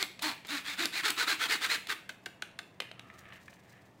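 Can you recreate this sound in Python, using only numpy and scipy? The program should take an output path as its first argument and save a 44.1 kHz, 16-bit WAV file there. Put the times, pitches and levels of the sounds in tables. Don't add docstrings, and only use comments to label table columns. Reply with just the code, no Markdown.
import sys
import numpy as np
from scipy import signal
from scipy.fft import rfft, irfft
from scipy.io import wavfile
from scipy.ndimage import uniform_filter1d

SR = 44100
rng = np.random.default_rng(int(sys.argv[2]) if len(sys.argv) > 2 else 0)


def unload_wav(signal):
    wavfile.write(
        sys.argv[1],
        SR,
        np.round(np.clip(np.atleast_2d(signal).T, -1, 1) * 32767).astype(np.int16),
    )


N = 176400
TIME, FREQS = np.arange(N) / SR, np.fft.rfftfreq(N, 1 / SR)

JITTER, BEND, WAVER = 0.045, 0.42, 0.063
PLUCK_HZ, PLUCK_DB, PLUCK_SPREAD_DB = 2970, -10, 3.5
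GRIT_DB, GRIT_DECAY_CYCLES, PRESSURE_DB = -3.5, 0.46, 1.14
NOTE_WIDTH_HZ, NOTE_DB = 185, -13
UPPER_HZ, UPPER_WIDTH_HZ, UPPER_DB = 3857, 270, -11
ZIP_FULL_HZ, ZIP_WIDTH_HZ, ZIP_DB = 420, 195, -6.5
DRUM_HZ, DRUM_WIDTH_HZ = 311, 39.7
# f/Hz, level/dB
RASP_EQ = [(120, -26), (520, -16), (1000, -6.5), (1450, 1), (2250, 2.5), (3050, -2.5), (4200, 0.5),
           (5600, -9), (7100, -8.5), (13000, -19)]
# start/s, end/s, share before top speed, top wire rate/Hz, level/dB,
# relative drum level/dB, mesh note/Hz
SPOON_STROKES = [(-.06, 0.063, 0.56, 402, -35.5, -8.5, 2000),
                 (0.211, 0.346, 0.27, 323.4, -32.5, -11.5, 1084),
                 (0.47, 0.625, 0.38, 301.2, -35, -10, 1640), (0.633, 0.767, 0.48, 306.3, -37, -19, 2040),
                 (0.765, 0.885, 0.48, 351, -31.5, -8.5, 1660),
                 (0.917, 1.024, 0.54, 415.5, -32.5, -17, 2190),
                 (1.026, 1.131, 0.36, 429.5, -28.5, -13, 1464), (1.159, 1.256, 0.53, 479, -29, -13.5, 1480),
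                 (1.261, 1.362, 0.37, 429, -28.5, -14, 1630), (1.385, 1.478, .5, 498.5, -30, -14.5, 1555),
                 (1.478, 1.576, 0.47, 457, -28, -12.5, 1730), (1.604, 1.68, 0.56, 521, -29.5, -13.5, 1695),
                 (1.681, 1.78, 0.41, 478, -29.5, -16.5, 1936),
                 (1.88, 1.944, 0.44, 447.3, -32.5, -12.5, 1530)]
def scraping():
    rasp, tones = np.zeros(N), np.zeros(N)
    for start, end, peak, top_hz, db, drum_db, note_hz in SPOON_STROKES:
        t = np.arange(start, end, 1 / SR)
        progress = np.interp(t, [start, start + peak * (end - start), end], [0, .5, 1])
        arch = abs(np.sin(np.pi * progress))
        wire_hz = top_hz * arch ** .66
        wires = np.cumsum(wire_hz * (1 + JITTER * wander(len(t), size=120))) / SR
        crossings = np.diff(np.floor(wires), prepend=0)
        plucks = crossings * amp(PLUCK_SPREAD_DB * rng.standard_normal(len(t)))
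        plucks = unit(signal.lfilter([1], [1, -np.exp(-2 * np.pi * PLUCK_HZ / SR)], plucks))
        crush = .5 + np.exp(-(wires % 1) / GRIT_DECAY_CYCLES)
        grit = unit(grains(len(t), per_s=6000, spread_db=1.5) * crush)
        pressure = unit(amp(PRESSURE_DB * wander(len(t), size=200)))
        force = amp(db) * arch ** 1.034 * pressure
        add(rasp, start, force * (amp(PLUCK_DB) * disperse(plucks) + amp(GRIT_DB) * grit))

        bend = 1 + BEND * (arch - np.average(arch, weights=arch ** 2))
        bend += WAVER * wander(len(t), size=500)
        spot = 1 + 2 * WAVER * rng.uniform(-0.97, 1)
        ring = amp(NOTE_DB) * resonate(grit, note_hz * bend, NOTE_WIDTH_HZ)
        ring += amp(UPPER_DB) * resonate(grit, UPPER_HZ * np.sqrt(bend) * spot, UPPER_WIDTH_HZ)
        zips = sum(overtone(wires, k) / (1 + ((k * wire_hz - note_hz * bend) / ZIP_WIDTH_HZ) ** 2)
                   for k in range(2, 9))
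        zips *= amp(ZIP_DB) * wire_hz / ZIP_FULL_HZ
        drum = np.sqrt(2) * np.sin(2 * np.pi * wires) / np.hypot(1, (wire_hz - DRUM_HZ) / DRUM_WIDTH_HZ)
        add(tones, start, force * (ring + zips + amp(drum_db) * drum))
    return colour(rasp, RASP_EQ) + tones


def overtone(wires, order, flutter_db=5):
    flutter = amp(flutter_db * wander(len(wires), size=400))
    return unit(flutter * np.sin(2 * np.pi * (order * wires + rng.random())))


def resonate(x, hz, width_hz):
    carrier = np.exp(2j * np.pi * np.cumsum(hz) / SR)
    pole = np.exp(-np.pi * width_hz / SR)
    return unit((carrier * signal.lfilter([1], np.poly([pole, pole]), x / carrier)).real)


def disperse(x, delay_s=.004, at_hz=1000):
    hz = np.fft.rfftfreq(len(x), 1 / SR)
    lag_cycles = 2 * delay_s * np.sqrt(at_hz * hz)
    return irfft(rfft(x) * np.exp(-2j * np.pi * lag_cycles), len(x))


# f/Hz, level/dB
IMPACT_EQ = [(40, -23), (450, -6.5), (1150, -5.5), (2300, 1), (3900, 1), (5600, -10.5), (7000, -10.5),
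             (15500, -27)]
# t/s, chatter level/dB, decay/s, note/Hz, note level/dB
MESH_TAPS = [(2.0898, -35.5, 0.007, 1458, -33.5), (2.2569, -33, 0.0053, 1483, -30.5),
             (2.4198, -30, 0.0027, 1395, -24.5), (2.587, -34, 0.0044, 1440, -32.5)]
def tapping(sharp_share=0.18, settle_s=.004, attack_s=0.001):
    hits, notes, t = np.zeros(N), np.zeros(N), np.arange(SR // 10) / SR
    for s, db, decay_s, hz, note_db in MESH_TAPS:
        add(hits, s, amp(db) * chatter(decay_s))
        cycles = np.cumsum(hz * (1 + sharp_share * np.exp(-t / settle_s))) / SR
        envelope = np.exp(-t / decay_s) * np.minimum(t / attack_s, 1)
        add(notes, s, amp(note_db) * envelope * np.sin(2 * np.pi * cycles))
    return disperse(colour(hits, IMPACT_EQ) + notes)


# t/s, level/dB, decay/s, tilt/dB per octave
SPOON_KNOCKS = [(0.0265, -17, 0.0011, 1.5), (.192, -40.5, 0.0058, 0), (.2215, -37, 0.015, 8),
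                (0.448, -45, 0.012, -2.5), (0.469, -45, 0.0027, 7.5), (0.8556, -17, 0.00093, 2),
                (1.1034, -21, 0.0021, 5), (1.87, -34.5, 0.003, 1.5), (2.8018, -26, 0.0028, -1.5),
                (2.8204, -38, 0.0028, -3), (2.9138, -40, 0.0022, -3), (2.994, -39, 0.0019, -1)]
def knocking():
    hits = np.zeros(N)
    for s, db, decay_s, tilt_db in SPOON_KNOCKS:
        add(hits, s, brighten(amp(db) * chatter(decay_s), tilt_db))
    return colour(hits, IMPACT_EQ)


def chatter(decay_s, attack_s=0.0011, size=4096):
    t = np.arange(size) / SR
    envelope = np.minimum(t / attack_s, 1) * np.exp(-np.maximum(t - attack_s, 0) / decay_s)
    return rng.choice([-1, 1], size) * envelope


def brighten(x, db_per_octave, pivot_hz=3420):
    octaves = np.log2(np.maximum(np.fft.rfftfreq(len(x), 1 / SR), DRUM_HZ) / pivot_hz)
    return irfft(rfft(x) * amp(db_per_octave * octaves), len(x))


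# t/s, level/dB
SPOON_RATTLES = [(3.0998, -44.5), (3.254, -47), (3.3028, -49), (3.323, -42), (3.48, -41), (3.528, -49)]
# t/s, level/dB
SLIDE_FADER = [(2.8, -72.5), (2.85, -57), (2.94, -69), (3.1, -64), (3.36, -55.5), (3.45, -70.5),
               (3.77, -64), (3.92, -75.5)]
# f/Hz, level/dB
LOOSE_SPOON_EQ = [(400, -12.5), (1400, -9), (1750, 4.5), (2250, -2), (3800, -13.5), (5000, -28),
                  (15000, -41)]
def loose_spoon():
    hits = np.zeros(N)
    for s, db in SPOON_RATTLES:
        add(hits, s, amp(db) * chatter(decay_s=0.0034))
    slide = level(SLIDE_FADER) * grains(N, per_s=3400, spread_db=4.5)
    return colour(hits + slide, LOOSE_SPOON_EQ)


def squeak(start_s=2.93, end_s=3.41, hz=1250, db=-62.5):
    swell = np.sqrt(abs(np.sin(np.pi * np.interp(TIME, [start_s, end_s], [0, 1]))))
    waver = wander(N, size=160) + 1j * wander(N, size=160)
    return amp(db) * swell * (waver * np.exp(2j * np.pi * hz * TIME)).real


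# t/s, level/dB
POWDER_FADER = [(3.11, -87), (3.15, -64.5), (3.24, -88), (3.37, -70.5), (3.77, -77), (3.9, -83)]
# f/Hz, level/dB
POWDER_EQ = [(1500, -32), (3800, -4), (7500, -7.5), (11000, -16)]
def powder(clump_db=7.5):
    clumps = amp(clump_db * wander(N, size=500))
    return colour(level(POWDER_FADER) * clumps * grains(N, per_s=1200, spread_db=0.5), POWDER_EQ)


# t/s, level/dB
RUMBLE_FADER = [(2.75, -99), (2.87, -67), (4, -72)]
# f/Hz, width/Hz, level/dB
RUMBLE_MODES = [(84.2, 3.6, -5), (117.5, 5.3, -7.5)]
def handling():
    body = sum(amp(db) * bell(hz, width) for hz, width, db in RUMBLE_MODES)
    return level(RUMBLE_FADER) * unit(irfft(rfft(rng.standard_normal(N)) * body, N))


# f/Hz, t60/s, level/dB
REVERB_BANDS = [(300, 0.31, -5.5), (1400, 0.38, -11.5), (2700, 0.5, -6), (4140, 0.44, -13.5),
                (15000, 0.32, -6.5)]
def kitchen(x, predelay_s=0.0088, size=256):
    hz, t, bands = signal.stft(grains(SR, per_s=4000, spread_db=3), SR, nperseg=size)
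    t60 = read(REVERB_BANDS, hz)[:, None]
    decay_rate = np.log(1000) / t60
    gain = amp(read(REVERB_BANDS, hz, column=2))[:, None] * np.sqrt(2 * decay_rate / SR)
    tail = signal.istft(bands * gain * np.exp(-decay_rate * t), SR, nperseg=size)[1]
    wet = np.zeros(N)
    add(wet, predelay_s, signal.fftconvolve(x, tail))
    return wet


# f/Hz, level/dB
APPLIANCE_HUM = [(189, -69)]
# f/Hz, level/dB
AIR_EQ = [(40, -11), (120, 10), (1000, -2), (1700, -11), (5500, -23), (16000, -34.5)]
def room_tone(air_db=-61):
    hum = sum(amp(db) * np.sqrt(2) * np.sin(2 * np.pi * (hz * TIME + rng.random()))
              for hz, db in APPLIANCE_HUM)
    return hum + amp(air_db) * colour(rng.standard_normal(N), AIR_EQ)


def amp(db):
    return 10 ** (np.asarray(db) / 20)


def unit(x):
    return x / np.sqrt(np.mean(x ** 2) + 1e-20)


def bell(hz, width_hz):
    return 1 / (1 + (2 * (FREQS - hz) / width_hz) ** 2)


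def read(points, hz, column=1):
    table = np.transpose(points)
    return np.interp(np.log(hz + 1), np.log(table[0] + 1), table[column])


def level(points):
    return amp(np.interp(TIME, *np.transpose(points)))


def add(mix, s, sound):
    at = round(s * SR)
    sound = sound[max(-at, 0):]
    part = mix[max(at, 0):][:len(sound)]
    part += sound[:len(part)]


def colour(x, points, size=4096):
    log_gain = np.log(amp(read(points, abs(np.fft.fftfreq(size, 1 / SR)))))
    taps = np.fft.ifft(np.exp(np.conj(signal.hilbert(log_gain)))).real[:size // 2]
    return signal.fftconvolve(x, taps / np.linalg.norm(taps))[:len(x)]


def grains(count, per_s, spread_db):
    size = amp(spread_db * np.minimum(rng.exponential(1, count), 4))
    return unit(size * rng.choice([-1, 1], count) * (rng.random(count) < per_s / SR))


def wander(count, size):
    return unit(uniform_filter1d(uniform_filter1d(rng.standard_normal(count), size), size))


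def scene():
    near = scraping() + tapping() + knocking() + loose_spoon() + powder() + handling() + squeak()
    sway = np.pi * 3.3 * TIME
    reverb = kitchen(near * np.cos(sway)) + kitchen(near * np.sin(sway))
    return (near + reverb + room_tone())[None]


# f/Hz, width/Hz, level/dB
MIC_EQ = [(490, 83, -1), (676, 70, 4.5), (14600, 450, 7)]
def record(dry):
    tone_db = sum(db * bell(hz, width) for hz, width, db in MIC_EQ)
    heard = irfft(rfft(dry) * amp(tone_db), N)
    high_cut = signal.firwin(511, cutoff=15900, window=("kaiser", 9), fs=SR)
    return signal.oaconvolve(heard, high_cut[None], "same")


dry = scene()
out = record(dry)
unload_wav(out)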